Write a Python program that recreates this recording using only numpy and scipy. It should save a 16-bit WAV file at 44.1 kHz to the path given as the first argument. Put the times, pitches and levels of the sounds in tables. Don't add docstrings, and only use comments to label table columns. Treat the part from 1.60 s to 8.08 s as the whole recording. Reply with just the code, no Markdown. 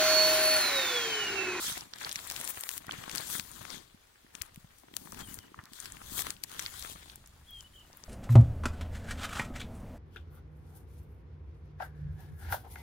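import sys
import numpy as np
from scipy import signal
from scipy.fft import rfft, irfft
from scipy.io import wavfile
from scipy.ndimage import uniform_filter1d

SR = 44100
rng = np.random.default_rng(int(sys.argv[2]) if len(sys.argv) > 2 else 0)


def to_wav(sig):
    pcm = np.clip(np.atleast_2d(sig), -1, 1) * 32767
    pcm = np.round(pcm).astype(np.int16)
    wavfile.write(sys.argv[1], SR, pcm.T)


N = 285768

PORT_LAG_S = 0.000657
SNAP_LEAD_S = 0.005

# time_s, side (about -1 at the right to 1 at the left, no unit)
CLOTH_SIDE = [(0.0, -1.16), (0.3, -1.1), (1.1, 0.99), (5.1, 1), (5.3, 0.64), (5.55, 0.48), (5.67, -0.028),
              (6.48, 0.034)]


def gain_of(db):
    return 10 ** (np.asarray(db) / 20)


def evened(x):
    return x / np.sqrt(np.mean(x ** 2) + 1e-20)


def read(points, hz):
    point_hz, value = np.transpose(points)
    return np.interp(np.log(hz + 1), np.log(point_hz + 1), value)


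def follow(rows, t):
    s, *columns = np.transpose(rows)
    return [np.interp(t, s, column) for column in columns]


def add(mix, s, sound):
    part = mix[round(s * SR):][:len(sound)]
    part += sound[:len(part)]


def ports(pan_db):
    left_power = 1 / (1 + gain_of(-2 * np.asarray(pan_db)))
    return np.sqrt(2 * np.array([left_power, 1 - left_power]))


def strokes(t):
    # peak_s (start of the hold), rise_s, hold_s, fall_s, swish_db, fine_hiss_db,
    # left_minus_right_db, hiss_tilt_db_per_octave
    drags = [(0.033, 0.3, 0.083, 0.081, -42, -34.5, 0, -1.5),
             (0.17, 0.069, 0.011, 0.13, -45.5, -44.5, 3, -2),
             (0.432, 0.15, 0.058, 0.11, -46.5, -46, 7, -2.5), (0.563, 0.21, 0.19, 0.18, -52, -48, 7.5, 0.5),
             (0.78, 0.21, 0.12, .1, -48, -44.5, 8, 0), (0.89, 0.017, 0.017, .02, -51, -33, 12, 8.5),
             (0.957, 0.13, .1, 0.16, -52, -46, 5.5, 6), (1.107, 0.11, 0.073, 0.027, -53, -43, 9, 5),
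             (1.213, .03, 0.057, 0.042, -58, -60, 11, -1), (1.314, 0.073, 0.12, 0.15, -48, -51, 7, -2),
             (1.55, 0.2, 0.072, .15, -45, -44.5, 12.5, -3), (1.744, 0.2, .01, 0.11, -43, -33.5, 9, 2.5),
             (1.868, 0.17, 0.041, 0.16, -57.5, -51.5, 15, 2), (1.954, 0.11, 0.074, 0.17, -55.5, -52, 15, 0),
             (2.121, 0.18, 0.024, 0.15, -50.5, -45.5, 18, -4), (2.743, 0.03, 0.12, 0.054, -61, -59, 10, 2),
             (2.884, .04, .01, 0.028, -58, -67, 5, -9), (2.98, 0.065, 0.024, .1, -71, -65, 11, 2),
             (3.198, 0.17, 0.0083, 0.054, -89, -62, 9, 4), (3.357, 0.057, 0.24, 0.21, -62.5, -55, 10, 4.5),
             (3.601, 0.079, 0.01, 0.04, -46.5, -46.5, 12, -2.5),
             (3.692, 0.14, 0.063, 0.095, -58, -49, 11, 3.5), (3.842, .05, 0.017, 0.067, -64, -65, 8, 0),
             (4.155, .08, 0.11, 0.079, -60, -51.5, 9, -1), (4.23, 0.07, 0.023, 0.75, -54, -56, 5, -2),
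             (4.522, 0.37, 0.021, 0.068, -56, -50.5, 9, 0), (4.6, 0.14, 0.0044, 0.044, -43.5, -32, 9, 3),
             (4.652, 0.12, 0.061, 0.073, -49.5, -47.5, 7, 0), (4.93, 0.16, .07, .1, -53, -50, 5, 0.5),
             (5.015, 0.084, 0.046, 0.11, -48, -46.5, 3, -0.5),
             (5.149, 0.2, 0.18, 0.052, -52, -46.5, 9, 0.1), (5.402, 0.45, 0.12, 0.15, -59.5, -57.5, 8, -2),
             (6.022, 0.32, .01, 0.051, -68, -62, 8, 3.5), (6.155, 0.053, 0.013, 0.064, -79, -64, 9, 7),
             (6.398, 0.62, .08, 0.12, -65, -65.5, 5, 3.5)]
    edge_db = 24
    slack_swish_db, slack_hiss_db, slack_pan_db, slack_tilt_db_per_octave = -70, -68.5, 2.5, 0.33
    peak, rise, hold, fall, swish_db, hiss_db, pan_db, tilt = np.transpose(drags)[:, :, None]
    before = np.maximum(peak - t, 0) / rise
    after = np.maximum(t - peak - hold, 0) / fall
    drop_db = edge_db * (before + after)
    swish_power = gain_of(2 * (swish_db - drop_db))
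    hiss_power = gain_of(2 * (hiss_db - drop_db))
    slack_power = gain_of(2 * slack_hiss_db)
    all_hiss = hiss_power.sum(0) + slack_power
    all_swish = swish_power.sum(0) + gain_of(2 * slack_swish_db)
    pan = ((hiss_power * pan_db).sum(0) + slack_power * slack_pan_db) / all_hiss
    bright = ((hiss_power * tilt).sum(0) + slack_power * slack_tilt_db_per_octave) / all_hiss
    return 10 * np.log10(all_swish), 10 * np.log10(all_hiss), pan, bright


def smooth_strokes():
    t = np.arange(0, N + 128, 128) / SR
    return [np.interp(np.arange(N) / SR, t, control) for control in strokes(t)]


def noise(colour, size, alike_hz, patchy_db, flicker_db, grains=(0, 0), located=1, tilted=0):
    hop = size // 4
    frames = N // hop + 5
    hz = np.fft.rfftfreq(size, 1 / SR)[:, None]
    t = np.arange(frames) * hop / SR

    spectra = []
    for port in grains:
        grainy = rng.standard_normal(frames * hop) + np.resize(port, frames * hop)
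        spectra.append(signal.stft(grainy, nperseg=size, noverlap=size - hop)[2][:, :frames])
    first, second = spectra

    patches = rng.standard_normal((frames, len(hz))).T
    patches = uniform_filter1d(patches, size=size // 40, axis=0)
    patches = evened(uniform_filter1d(patches, size=20, axis=1))
    flicker = evened(uniform_filter1d(rng.standard_normal(frames), size=5))

    same = 1 / (1 + (hz / alike_hz) ** 2)
    lag_s = located * PORT_LAG_S * follow(CLOTH_SIDE, t)[0]
    right = (same * first + np.sqrt(1 - same ** 2) * second) * np.exp(-2j * np.pi * hz * lag_s)
    z = np.array([first, right])

    octaves_up = np.log2((hz + 1) / 7000)
    tilt = np.clip(strokes(t)[3], -5, 9)
    shade = gain_of(read(colour, hz) + tilted * tilt * octaves_up)
    z[1] *= gain_of(-1.5 * tilted * octaves_up)
    z *= shade / np.linalg.norm(shade, axis=0)
    z *= gain_of(patchy_db * patches + flicker_db * flicker)
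    return evened(signal.istft(z, nperseg=size, noverlap=size - hop)[1][:, :N])


def crackle(per_s, level_db, spread_db, width):
    size = gain_of(level_db + spread_db * np.minimum(rng.exponential(1, N), 2.4))
    clicks = size * (rng.random(N) < per_s / SR)
    fade = np.exp(-abs(np.arange(-400, 400)) / width)
    return signal.oaconvolve(clicks, fade, "same") * rng.standard_normal((2, N))


def cloth(slaps):
    # (per Hz, relative)
    swish_colour = [(250, -10), (450, 0), (700, 2), (1000, 6.5), (1400, 6), (1900, 6), (2500, 2), (3200, 1),
                    (4200, -16), (7000, -68)]
    # (per Hz, relative)
    hiss_colour = [(1500, -52), (2500, -33), (3300, 7.5), (4200, 5), (5300, 2), (6800, 5), (9500, 4),
                   (13000, 1), (15500, 1.5), (17000, -13)]
    swish_db, hiss_db, pan_db, _ = smooth_strokes()
    slips = crackle(per_s=380.0, level_db=-6.0, spread_db=7.0, width=7.7)
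    swish = noise(swish_colour, size=256, alike_hz=1370, patchy_db=2.5, flicker_db=1.0, grains=slips + slaps)
    hiss = noise(hiss_colour, size=256, alike_hz=2680, patchy_db=2.0, flicker_db=0.75, grains=slips, tilted=1.0)
    swish_ports = ports(0.72 * pan_db)
    return gain_of(swish_db) * swish_ports * swish + gain_of(hiss_db) * ports(pan_db) * hiss


def panels(slaps):
    # time_s, wind_mutter_db, wall_billow_db (before the share of the strokes)
    gusts = [(0.0, -64, -69), (0.32, -74, -62), (0.72, -62, -67.5), (1.04, -76, -72), (1.3, -61, -58.5),
             (1.43, -65, -61), (1.6, -62.5, -60), (2.06, -60, -58.5), (2.2, -64.5, -56), (2.38, -70, -81),
             (2.71, -72, -65), (2.92, -62, -68), (3.08, -65, -82), (3.3, -76, -58.5), (3.48, -68, -53),
             (3.59, -52.5, -55.5), (3.99, -76, -57), (4.26, -63, -64.5), (4.53, -56, -57),
             (4.76, -63.5, -59.5), (4.93, -61, -62), (5.2, -56.5, -66.5), (5.58, -59, -66),
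             (6.48, -61, -64)]
    # (per Hz, relative)
    mutter_colour = [(15, -4.5), (40, 2), (85, 3.5), (130, -5.5), (220, -12.5), (400, -80)]
    # (per Hz, relative)
    belly_colour = [(30, -40), (80, -8.5), (130, -3.5), (300, -4), (480, -13), (750, -13.5), (1100, -17.5),
                    (2000, -92)]
    lull_db, belly_per_swish = -58, 0.56
    mutter_db, billow_db = follow(gusts, np.arange(N) / SR)
    belly_db = billow_db + belly_per_swish * (smooth_strokes()[0] - lull_db)
    mutter = noise(mutter_colour, size=2048, alike_hz=613, patchy_db=1.5, flicker_db=0.8, located=0)
    belly = noise(belly_colour, size=512, alike_hz=860, patchy_db=2.0, flicker_db=1.0,
                  grains=slaps, located=1.26)
    return gain_of(mutter_db) * mutter + gain_of(belly_db) * ports(0.81)[:, None] * belly


def background():
    # (per Hz, relative)
    air_colour = [(150, -9), (250, 7), (500, 2.5), (1200, 1.5), (3000, -1.5), (5000, -3), (8000, -14),
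                  (13000, -15), (15600, -12.5)]
    # pitch_hz, level_db
    thin_tones = [(7203, -86), (9604, -83)]
    air_db, tones_from_s, tones_fade_s = -67, 5.56, 0.057
    t = np.arange(N) / SR
    tones = sum(gain_of(db) * np.sin(2 * np.pi * hz * t) for hz, db in thin_tones) * np.sqrt(2)
    shade = gain_of(read(air_colour, np.fft.rfftfreq(N, 1 / SR)))
    air = irfft(rfft(rng.standard_normal((2, N))) * shade, N)
    fade_in = np.clip((t - tones_from_s) / tones_fade_s, 0, 1)
    return gain_of(air_db) * ports(2.2)[:, None] * evened(air) + tones * fade_in


def heard(events, sounds):
    out = np.zeros((2, N))
    for s, pair in zip(events, sounds):
        lag_s = PORT_LAG_S * follow(CLOTH_SIDE, s)[0]
        add(out[0], s - lag_s / 2, pair[0])
        add(out[1], s + lag_s / 2, pair[1])
    return out


def thump(peak_db, hz):
    turns = np.arange(4000) / SR * hz
    push = np.sin(2 * np.pi * turns) * turns * np.exp(-turns / 0.38)
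    return gain_of(peak_db) * ports(1.0)[:, None] * push / abs(push).max()


def thumps():
    # start_s, peak_db (before sharing between the ports), pitch_hz
    pulls = [(0.082, -41.5, 199), (0.118, -43, 129), (0.562, -47, 158), (0.801, -46.5, 232),
             (0.975, -50, 101), (1.281, -41, 169), (1.384, -42, 112), (1.478, -42.5, 212),
             (1.542, -39.5, 307), (1.794, -37.5, 188), (2.008, -47, 99), (2.143, -42, 232),
             (2.345, -46.5, 208), (2.646, -51.5, 260), (2.75, -50.5, 249), (2.808, -46.5, 71.4),
             (2.975, -39.5, 163), (3.044, -44, 146), (3.24, -53, 250), (3.314, -54, 220),
             (3.336, -43.5, 294), (3.417, -49, 184), (3.578, -61, 79), (3.618, -40, 145),
             (3.685, -41.5, 220), (3.712, -42.5, 202), (3.781, -45.5, 78), (3.918, -45, 326),
             (3.988, -44.5, 95), (4.034, -47, 202), (4.368, -48, 181), (4.521, -40.5, 230),
             (4.584, -52, 137), (4.695, -39.5, 320), (4.986, -49, 125), (5.318, -46, 240),
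             (5.354, -46, 168), (5.98, -50, 74)]
    return heard([row[0] for row in pulls], [thump(*row[1:]) for row in pulls])


def snap(level_db, centre_hz, pan_db, octaves, seed):
    count = seed.shape[1]
    t = np.arange(count) / SR - SNAP_LEAD_S
    hz = np.fft.rfftfreq(count, 1 / SR) + 1
    length_s = 0.0001 + 1.0 / centre_hz
    burst_shape = np.exp(np.where(t < 0, 1.1, -1) * t / length_s)
    wash_shape = gain_of(-23.5 - 60 * abs(t - 0.002) / 0.027)
    crease = np.exp(-0.5 * (np.log2(hz / centre_hz) / (1.8 * max(octaves, 0.2))) ** 2)
    fold_body = gain_of(-11.5) * np.exp(-0.5 * (np.log2(hz / 1800) / 0.46) ** 2)
    shading = ports(pan_db * (hz / centre_hz) ** 0.84) / ports(pan_db)[:, None]
    band = (crease + fold_body) * shading
    raw = 0.46 * seed[0] + 1.07 * seed[1:]
    burst = irfft(rfft(raw * (burst_shape + wash_shape)) * band, count)
    size = np.sqrt((burst ** 2).sum(axis=1, keepdims=True) / (length_s * SR))
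    return gain_of(level_db) * ports(pan_db)[:, None] * burst / size


def snaps():
    # time_s, level_db (before sharing between the ports), centre_hz,
    # left_minus_right_db (at the centre pitch), spread_octaves (at least 0.2, then widened 1.8 times)
    pops = [(0.178, -25.5, 5440, 18, 1.7), (0.209, -28.5, 5400, 1, 0.23), (0.337, -26.5, 4270, -5, 0.17),
            (0.36, -38, 2500, 4.5, 1), (0.386, -34, 4500, -4, 0.45), (0.407, -35, 4500, 3, 0.45),
            (0.414, -32.5, 1290, 20, 0.19), (0.432, -30, 5960, 4, 0.38), (0.4396, -35, 1300, 4, 0.31),
            (0.448, -21.5, 4240, -2, 0.16), (0.472, -33, 1010, 2, 0.32), (0.4936, -25.5, 3080, 5, 0.74),
            (0.5146, -23.5, 5160, 7, 0.3), (0.521, -25, 6600, 11, 0.52), (0.5278, -24, 6960, 19, 0.6),
            (0.5584, -19.5, 3680, 3, 0.46), (0.563, -29.5, 4870, 15, 0.18), (0.591, -32, 2200, 4, 0.53),
            (0.6737, -24.5, 12000, 12, 0.28), (0.7009, -20, 6300, 8, 0.71), (0.7131, -23.5, 3640, 5, 1.8),
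            (0.721, -24, 5960, 10, 0.7), (0.7637, -22.5, 4240, 11, 0.59), (0.801, -25.5, 8600, 15, 0.16),
            (0.8132, -21, 5720, 3, 1.0), (0.8439, -21.5, 8700, 27, 0.12), (0.8767, -19.5, 6410, 6, 1.3),
            (0.851, -23, 9050, 18, 0.16), (1.0102, -21, 9400, 11, 0.16), (1.037, -23, 3800, 5, 0.95),
            (1.0919, -16, 5840, 10, 1.2), (1.115, -26.5, 4740, 27, 1.5), (1.1794, -20.5, 8000, 10, 0.78),
            (1.268, -34.5, 4790, 3, 1.6), (1.294, -28.5, 1200, -2, 0.3), (1.311, -23.5, 3500, -5, 0.15),
            (1.3223, -29.5, 3970, 6, 0.56), (1.4967, -27, 3130, 8, 0.61), (1.515, -26.5, 5050, 10, 0.56),
            (1.552, -22, 3200, 14, 1.06), (1.559, -17, 9770, 13, 0.85), (1.5744, -21, 8490, 8, 1.1),
            (1.582, -18, 5200, 20, 0.37), (1.783, -20.5, 10490, 24, 0.83), (1.7979, -20.5, 2640, 13, 0.7),
            (1.9161, -31.5, 8710, 21, 0.31), (2.053, -31.5, 1660, 8, 0.68), (2.1045, -27, 4420, 23, 0.24),
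            (2.147, -53, 2690, 27, 1.6), (2.7527, -27.5, 4300, 23, 0.41), (2.816, -28, 3070, 20, 0.29),
            (2.8201, -16, 10100, 27, 0.54), (2.9465, -40, 10550, 17, 0.77), (2.9603, -36, 6430, 6, 1.9),
            (3.047, -55, 775, 10, 0.4), (3.1866, -41, 11200, 21, 0.31), (3.2366, -50, 810, 22, 0.21),
            (3.3404, -39, 1950, 9, 0.56), (3.3676, -16, 6400, 22, 0.65), (3.4745, -41.5, 1000, 10, 0.28),
            (3.522, -30, 7060, 3, 0.31), (3.526, -39, 744, 14, 0.31), (3.5464, -37, 3610, 6, 0.75),
            (3.592, -32, 6370, 9, 1.8), (3.608, -36, 2420, -2, 1.1), (3.6886, -47, 1500, 2, 0.94),
            (3.743, -22.5, 11100, 6, 0.4), (3.7893, -32, 2560, 6, 0.99), (3.945, -38.5, 1080, 5, 0.17),
            (3.979, -50, 1150, 3, 0.18), (3.9908, -34.5, 1150, 3, 0.17), (4.0394, -41.5, 5490, 4, 1.2),
            (4.056, -38.5, 6130, 5, 0.6), (4.135, -32, 6600, 9, 0.51), (4.2027, -24, 7440, 20, 0.17),
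            (4.258, -29.5, 2530, 7, 1), (4.3225, -27.5, 8000, 6, 0.18), (4.3703, -39.5, 1870, 15, 0.52),
            (4.5929, -21, 2780, 17, 2.1), (4.609, -25, 7600, 28.5, 0.2), (4.621, -19.5, 6360, 14, 0.84),
            (4.6691, -24, 4400, 6, 2), (4.7057, -18, 6270, 10, 0.55), (4.767, -42, 3560, 33, 0.34),
            (4.838, -17.5, 6760, 9.5, 0.44), (4.8962, -39, 3190, -2, 1.3), (4.917, -34, 2090, 10, 0.97),
            (4.9949, -18.5, 4050, 12, 1.5), (4.999, -22.5, 6440, 22, 0.15), (5.0247, -29, 4670, 11, 1.3),
            (5.0538, -33, 4160, -3, 0.21), (5.063, -22, 2830, 5, 0.52), (5.195, -29, 8140, -2, 0.3),
            (5.2256, -26.5, 4970, 31, 0.48), (5.333, -35, 8300, -8, 0.88), (5.499, -35.5, 3360, -3, 0.18),
            (5.5584, -30.5, 9600, 6, 0.3), (5.6611, -41, 6230, 0, 0.27), (5.6745, -39.5, 9370, 5, 0.94),
            (5.9081, -32, 14600, 11, 0.24), (6.008, -34.5, 4800, 21, 0.37), (6.3306, -42, 5470, 5, 0.21),
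            (6.3721, -31.5, 14600, 13, 0.25), (6.4384, -32.5, 5330, 29, 0.12)]
    seeds = rng.standard_normal((len(pops), 3, 2048))
    starts = [row[0] - SNAP_LEAD_S for row in pops]
    return heard(starts, [snap(*row[1:], seed) for row, seed in zip(pops, seeds)])


def whistle(rows):
    trill_hz, trill_pitch, trill_db = 42.5, 0.05, 3.5
    t = np.arange(rows[0][0], rows[-1][0], 1 / SR)
    hz, db, trill = follow(rows, t)
    beat = trill * np.cos(2 * np.pi * trill_hz * (t - t[0] - 0.009))
    tone = np.sin(2 * np.pi * np.cumsum(hz * (1 + trill_pitch * beat)) / SR)
    waver_db = 1.3 * evened(uniform_filter1d(rng.standard_normal(len(t)), size=200))
    level = np.sqrt(2) * gain_of(db + trill_db * beat + waver_db)
    return level * tone * signal.windows.tukey(len(t), 0.08)


def bird():
    # time_s, pitch_hz, level_db, trill_depth (0-1, no unit)
    notes = [
        [(3.605, 3190, -55, 0), (3.625, 3230, -62, 0), (3.64, 3210, -52.5, 0.1), (3.656, 3140, -65, 0),
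         (3.67, 3000, -69, 0)],
        [(3.676, 2920, -55, 0.1), (3.686, 2880, -67, 0.6), (3.7, 2990, -63, 0), (3.73, 2950, -68, 0.1)],
        [(3.798, 3060, -64, .9), (3.84, 2920, -67, 0.7), (3.876, 2930, -73, 1.)],
        [(5.864, 3130, -66, 0), (5.879, 3330, -62, 0), (5.892, 3410, -52, 0.1), (5.906, 3140, -58, 0),
         (5.921, 3316, -51.5, 0.1), (5.965, 3200, -51, 0.1), (6.004, 3150, -50.5, 0), (6.014, 2920, -66, 0.1),
         (6.026, 2970, -67, 0)],
        [(6.036, 2880, -68, 0), (6.047, 2950, -60, 0.1), (6.059, 3040, -57, 0.05), (6.07, 2940, -63, 0),
         (6.077, 2900, -72, 0.05)],
        [(6.131, 3080, -66, 0.4), (6.163, 3090, -58.5, .9), (6.19, 2990, -61, 0.8), (6.212, 2980, -61, 1.),
         (6.235, 2880, -70, 0.9), (6.264, 2840, -71, .8)],
    ]
    song = np.zeros(N)
    for rows in notes:
        add(song, rows[0][0], whistle(rows))
    scatter = rng.standard_normal((2, 3000)) * gain_of(-60 * np.arange(3000) / SR / 0.13)
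    scatter = scatter / np.linalg.norm(scatter[0])
    echo = signal.oaconvolve(song[None], scatter, axes=1)[:, :N]
    return ports(1.5)[:, None] * song + gain_of(-8) * echo


def scuff():
    # time_s, level_db (before the stutter)
    rubs = [(3.949, -92), (3.975, -66), (3.995, -53), (4.02, -66.5), (4.045, -62), (4.072, -60.5),
            (4.1, -72)]
    # (per Hz, relative)
    hollow_colour = [(500, -30), (850, -8), (1100, 0), (1400, -6), (1800, -5), (2400, -16), (4000, -45)]
    t = np.arange(rubs[0][0], rubs[-1][0], 1 / SR)
    shade = gain_of(read(hollow_colour, np.fft.rfftfreq(len(t), 1 / SR)))
    rub = irfft(rfft(rng.standard_normal(len(t))) * shade, len(t))
    stutter_db = 3.3 * evened(uniform_filter1d(rng.standard_normal(len(t)), size=200))
    out = np.zeros(N)
    add(out, t[0], gain_of(follow(rubs, t)[0] + stutter_db) * evened(rub))
    return out


def scene():
    slaps = crackle(per_s=30.0, level_db=4.5, spread_db=3.5, width=84.0)
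    return cloth(slaps) + panels(slaps) + background() + thumps() + snaps() + bird() + scuff()


def record(dry):
    shelf_hz, edge_hz = 15850, 16750
    corners_hz = [0, shelf_hz, shelf_hz + 150, edge_hz - 150, edge_hz, SR / 2]
    gains = [1, 1, gain_of(-19), gain_of(-24), 0, 0]
    taps = signal.firwin2(1023, corners_hz, gains, window=("kaiser", 9), fs=SR)
    return signal.oaconvolve(dry, taps[None], "same", axes=1)


dry = scene()
out = record(dry)
to_wav(out)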